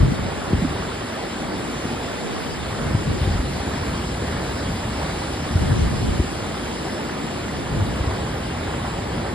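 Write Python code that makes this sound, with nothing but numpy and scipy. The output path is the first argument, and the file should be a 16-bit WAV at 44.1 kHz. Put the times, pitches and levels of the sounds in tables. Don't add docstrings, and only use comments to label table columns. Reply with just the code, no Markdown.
import sys
import numpy as np
from scipy import signal
from scipy.fft import rfft, irfft, next_fast_len
from scipy.io import wavfile
from scipy.ndimage import uniform_filter1d, map_coordinates

SR = 44100
rng = np.random.default_rng(int(sys.argv[2]) if len(sys.argv) > 2 else 0)


def log_audio(samples):
    frames = np.atleast_2d(samples).T
    limited = np.clip(frames, -1, 1)
    pcm = np.round(limited * 32767).astype(np.int16)
    wavfile.write(sys.argv[1], SR, pcm)


N = 411894
TOP_HZ = 12050
SIDES = np.array([[1], [-1]]) / 2


def amp(db):
    return 10 ** (np.asarray(db) / 20)


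def unit(x):
    return x / np.sqrt(np.mean(x ** 2) + 1e-20)


def along(points, hz):
    point_hz, value = np.transpose(points)
    return np.interp(np.log(hz + 1), np.log(point_hz + 1), value)


def curves(rows):
    time_s, *columns = np.transpose(rows)
    return [np.interp(np.arange(N) / SR, time_s, column) for column in columns]


def wobble(rate):
    knots = rng.standard_normal(int(N * rate / SR) + 4)
    return map_coordinates(knots, [np.arange(N) * rate / SR])


def filtered(x, response):
    m = next_fast_len(N + SR // 2)
    return irfft(rfft(x, m) * response(np.fft.rfftfreq(m, 1 / SR)), m)[..., :N]


def turbulence(spectrum, evenness):
    noise = unit(filtered(rng.standard_normal(N), lambda hz: amp(along(spectrum, hz))))
    power = np.abs(uniform_filter1d(noise ** 2, size=SR // 14)) + 1e-6
    return unit(noise / power ** (np.clip(evenness, 0, 1) / 2))


def gust_shape(crest_s, rise_s, fall_s, tail=1.4):
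    t = np.arange(N) / SR - crest_s
    return np.exp(-np.where(t < 0, (t / rise_s) ** 2, np.abs(t / fall_s) ** tail))


# hz, relative_level_db
BUFFET_COLOUR = [(15, -42), (28, -18), (42, -3.5), (62, 4), (90, 2.5), (130, -2.5), (200, -8.5), (320, -53),
                 (700, -72), (2000, -100)]
# hz, relative_level_db
FLUTTER_COLOUR = [(40, -14), (90, -4.5), (145, 5), (220, -0.5), (300, -6), (370, -8), (440, -20.5),
                  (1000, -20.5), (3000, -59)]
# hz, relative_level_db
CROSSWIND_COLOUR = [(20, -16), (60, -6), (100, -6), (145, 0.5), (240, -4.5), (360, -6.5), (550, -13),
                    (1000, -23), (2500, -45)]
# time_s, buffet_db, crosswind_db
BREEZE_LEVELS = [(0, -37.5, -29), (0.8, -42, -48), (1.15, -41, -62), (1.55, -38.5, -44), (1.95, -35.5, -55),
                 (2.3, -45, -32), (2.7, -32, -39.5), (3.55, -29.5, -39), (3.8, -29.5, -68),
                 (4.65, -29.5, -49), (5.3, -30.5, -67), (6.45, -35, -43), (7.2, -38.5, -69),
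                 (7.6, -33, -35), (8.25, -30.5, -83), (9.34, -31.5, -47)]
# crest_s, buffet_db, flutter_db, crosswind_db, rise_s, fall_s
GUST_LIST = [(0.03, -19, -22, -23, 0.044, 0.082), (0.24, -27, -37, -42, 0.04, 0.056),
             (0.55, -29, -27, -33, 0.066, 0.062), (0.66, -28.5, -32, -43, 0.076, 0.26),
             (2.89, -30, -27.5, -35, 0.094, 0.088), (3.11, -29, -35, -31, 0.045, 0.065),
             (3.33, -24, -30, -38, 0.11, 0.11), (5.59, -25, -29, -30, 0.091, 0.12),
             (5.77, -22, -32, -26.5, 0.1, 0.25), (6.08, -26, -31.5, -31, 0.059, 0.12),
             (7.8, -28, -29, -31, 0.12, 0.13), (8.11, -26.5, -36.5, -40, 0.098, 0.14)]
FLUTTER_DB, FLUTTER_GROWS = -35, 0.55
SURGE_DB, FLICKER_DB = 1.3, 1.7


def wind():
    breeze_db, cross_db = curves(BREEZE_LEVELS)
    gusts = 0
    for crest_s, *levels_db, rise_s, fall_s in GUST_LIST:
        gusts = gusts + amp(levels_db)[:, None] * gust_shape(crest_s, rise_s, fall_s)
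    gust_buffet, gust_flutter, gust_cross = gusts

    breeze_buffet = amp(breeze_db + SURGE_DB * wobble(14))
    breeze_change_db = breeze_db - breeze_db.mean()
    breeze_flutter = amp(FLUTTER_DB + FLUTTER_GROWS * breeze_change_db + SURGE_DB * wobble(12))
    breeze_cross = amp(cross_db + SURGE_DB * wobble(8))

    buffet = np.hypot(breeze_buffet, gust_buffet) * turbulence(BUFFET_COLOUR, evenness=0.8)
    flutter_level = np.hypot(breeze_flutter, gust_flutter) * amp(FLICKER_DB * wobble(35))
    flutter = flutter_level * turbulence(FLUTTER_COLOUR, evenness=0.3)
    cross_level = np.hypot(breeze_cross, gust_cross) * amp(FLICKER_DB * wobble(25))
    crosswind = cross_level * turbulence(CROSSWIND_COLOUR, evenness=0.39)
    return buffet + flutter + np.array([crosswind, -crosswind])


# start_s, push_peak_db, first_hz, last_hz, length_s, slap_db, left_minus_right_db
EDDY_LIST = [(0.003, -10, 74.5, 65, 0.018, -23, 4), (0.027, -3, 125, 89.5, 0.012, -21, -1),
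             (0.043, -16, 150, 130, 0.017, -12, 0), (0.076, -22, 150, 130, 0.037, -22, 0),
             (0.119, -13, 230, 160, 0.0064, -15, 0), (0.192, -19, 300, 150, 0.0053, -3, 0),
             (0.509, -23, 220, 140, 0.009, -10, 0), (0.53, -10.5, 560, 45, 0.024, -7, 1),
             (0.587, -20, 160, 110, 0.01, -14, 0), (0.617, -14.5, 292, 150, 0.024, -18, -2),
             (0.644, -15, 293, 252, 0.02, -20, -4), (0.702, -20, 260, 110, 0.019, -20, 3),
             (1.853, -15, 330, 190, 0.0033, -17, 4), (2.912, -19, 125, 100, 0.015, -18, -1),
             (2.944, -9.5, 166, 99, 0.017, -8, 2.5), (3.073, -18.5, 200, 115, 0.025, -18, 0),
             (3.104, -15.5, 110, 75, 0.014, -11, 2), (3.164, -26, 390, 347, 0.021, -20, 8),
             (3.214, -13, 85, 75, 0.017, -14, 1), (3.27, -12, 131, 67.6, 0.027, -15, 2),
             (3.299, -18, 75, 62, 0.02, -18, 0), (3.347, -14, 100, 64.7, 0.019, -10, 0),
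             (3.386, -13.5, 69.6, 59.7, 0.024, -9, 0.5), (5.505, -16, 175, 130, 0.012, -18, 0),
             (5.553, -6.5, 160, 75, 0.016, -20, 0.5), (5.614, -14, 125, 91, 0.011, -6, 5),
             (5.693, -18, 218, 130, 0.021, -13, 5), (5.711, -15, 150, 72, 0.044, -10, 2.5),
             (5.757, -15, 150, 116, 0.018, -12, 5), (5.812, -11.5, 78, 58, 0.036, -16, 2),
             (5.862, -14.5, 75, 62, 0.016, -18, 0), (6.022, -12.5, 131, 96, 0.015, -7, 1),
             (6.08, -14, 75, 56, 0.018, -11, 2), (6.191, -9.5, 135, 55, 0.024, -1, 2),
             (7.715, -18, 170, 130, 0.018, -18, 2), (7.77, -13, 140, 115, 0.0072, -21, 4),
             (7.798, -14, 100, 100, 0.041, -18, 1.5), (8.003, -15.5, 115, 68, 0.017, -12, 1),
             (8.068, -19, 110, 70, 0.016, -14, 1)]


def eddies(attack_s=0.0027, glide=0.363, fade=2.7, slap_hz=285, slap_cycles=0.68):
    out = np.zeros((2, N + SR))
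    t = np.arange(SR // 10) / SR
    for start_s, push_db, first_hz, last_hz, length_s, slap_db, lean_db in EDDY_LIST:
        pitch_hz = last_hz * (first_hz / last_hz) ** np.exp(-t / (glide * length_s))
        turns = np.cumsum(pitch_hz) / SR
        envelope = (1 - np.exp(-t / attack_s)) * np.exp(-(t / length_s) ** fade)
        push = envelope * np.sin(2 * np.pi * turns)
        slap_turns = slap_hz * (t - np.interp(1, turns, t))
        slap = np.sin(2 * np.pi * slap_turns) * np.exp(-(slap_turns / slap_cycles) ** 2)
        thump = push / np.max(np.abs(push)) + amp(slap_db) * slap
        first = round(start_s * SR)
        out[:, first:first + len(t)] += amp(push_db + lean_db * SIDES) * thump
    return out[:, :N]


def patchy_noise(depth_db, size):
    frames = signal.stft(rng.standard_normal((2, N)), nperseg=512)[2]
    field = rng.standard_normal(frames.shape[1:])
    field = uniform_filter1d(field, size=7, axis=0)
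    field = uniform_filter1d(field, size=size, axis=1)
    patches = frames * amp(depth_db * unit(field))
    return unit(signal.istft(patches, nperseg=512)[1][:, :N])


def bubbles(count, centre_hz, spread, cycles, size_db):
    start, pitch, size, angle = rng.random((count, 4)).T
    hz = np.minimum(centre_hz * 2 ** (spread * (2 * pitch - 1)), TOP_HZ)[:, None]
    t = np.arange(SR // 50) / SR
    age = t * hz / cycles
    phase = 2 * np.pi * hz * t * (1 + np.minimum(age, 1) / 10)
    ring = np.sin(phase) * np.exp(-2 * age) * (1 - t / t[-1])
    ring = ring * amp(-size_db * np.log(np.maximum(size, .004)))[:, None]
    where = ((start * N).astype(int)[:, None] + np.arange(len(t))).ravel()
    streams = []
    for share in (np.cos(2 * np.pi * angle), np.sin(2 * np.pi * angle)):
        streams.append(np.bincount(where, (ring * share[:, None]).ravel(), N)[:N])
    return unit(np.array(streams))


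# hz, coherence
WATER_COHERENCE = [(80, 0.9), (200, 0.92), (330, 0.95), (470, 0.6), (700, 0.76), (1250, 0.56), (1550, .66),
                   (1720, 1), (1930, 1), (2200, 0.61), (3400, 0.54), (4050, 0.77), (4400, 0.5),
                   (5200, 0.38), (5650, 0.72), (6100, 0.75), (6450, 0.88), (6900, 0.6), (7400, 1),
                   (7850, 1), (8050, 0.53), (9050, 0.54), (9400, 1), (9800, 0.5), (10800, 0.48),
                   (11500, 0.85), (12000, 0.6)]


def at_ports(pair, spectrum):
    def mid_and_side(hz):
        turn = np.arccos(np.clip(along(WATER_COHERENCE, hz), 0, .995)) / 2
        return amp(along(spectrum, hz)) * np.array([np.cos(turn), np.sin(turn)])

    mid, side = filtered(pair, mid_and_side)
    return unit(np.array([mid + side, mid - side]))


# time_s, level_db
BOIL_LEVELS = [(0, -41), (1.0, -52.5), (1.45, -29.5), (2.1, -43), (3.0, -46), (3.8, -36), (4.8, -45),
               (5.7, -39), (6.5, -36.5), (7.2, -33), (8.1, -46.5), (9.34, -36)]
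# hz, relative_level_db
BOIL_COLOUR = [(60, -35), (150, -6), (215, -1), (290, -1.5), (370, -8), (480, -21), (1000, -53),
               (3000, -80)]


def standing_waves():
    boil_db, = curves(BOIL_LEVELS)
    noise = rng.standard_normal((2, N))
    return amp(boil_db + 0.48 * wobble(5.7)) * at_ports(noise, BOIL_COLOUR)


# time_s, level_db
SPRAY_LEVELS = [(0, -39), (3.2, -37), (5, -36.5), (6.1, -36), (7, -38), (9.34, -39.5)]
# hz, gain_db
SPRAY_COLOUR = [(500, -47), (1600, -0.5), (3000, 3), (4200, 0.5), (5050, 2), (5300, -0.5), (6100, -6),
                (7700, -3.5), (8100, -6), (9500, -7.5), (10850, -7.5), (11150, -13), (12000, -15)]


def spray():
    spray_db, = curves(SPRAY_LEVELS)
    drops = bubbles(count=4000, centre_hz=5340, spread=1.36, cycles=3.2, size_db=1.0)
    fizz = patchy_noise(depth_db=1.7, size=9) + amp(-15.0) * drops
    return amp(spray_db + 0.28 * wobble(8)) * at_ports(fizz, SPRAY_COLOUR)


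# hz, gain_db
ROAR_COLOUR = [(25, -43), (70, -36), (130, -17), (215, -0.5), (300, -1.5), (420, -2), (600, -4.5),
               (880, -8.5), (1250, -10.5), (1600, -12.5), (2400, -17), (4000, -24.5), (8000, -52),
               (12000, -61)]


def breaking_waves(level_db=-29):
    air = bubbles(count=4500, centre_hz=1451, spread=1.0, cycles=20.8, size_db=1.5)
    churn = patchy_noise(depth_db=0.8, size=16) + amp(-14.5) * air
    return amp(level_db + 0.57 * wobble(4.6)) * at_ports(churn, ROAR_COLOUR)


# hz, left_lead_radians
PORT_LEAD = [(0, 0), (430, -1.0), (690, -0.7), (950, -1.3), (1720, -0.1), (1980, 0.2), (2580, 2.6),
             (3790, 0.1), (4130, 0.2), (4480, 1.2), (4910, 0.7), (5430, 3.1), (6830, 3.2), (6950, 6.1),
             (7840, 6.3), (8100, 5.6), (8530, 5.4), (9040, 5.7), (9300, 6.3), (9560, 6.4), (10200, 8.9),
             (10700, 7.8), (11100, 6.5), (11500, 6.3)]
# hz, left_minus_right_db
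PORT_SHADE = [(80, 13), (290, -0.5), (370, 2), (580, -3.5), (800, 1.5), (1150, -3), (1450, 0), (12000, 0)]


def river():
    def ports(hz):
        lead = np.interp(hz, *np.transpose(PORT_LEAD))
        return amp(SIDES * along(PORT_SHADE, hz)) * np.exp(1j * SIDES * lead)

    return filtered(breaking_waves() + standing_waves() + spray(), ports)


def scene():
    return river() + wind() + eddies()


def record(dry):
    low_cut = signal.butter(2, 24, "highpass", fs=SR, output="sos")
    return filtered(signal.sosfilt(low_cut, dry), lambda hz: hz < TOP_HZ)


dry = scene()
out = record(dry)
log_audio(out)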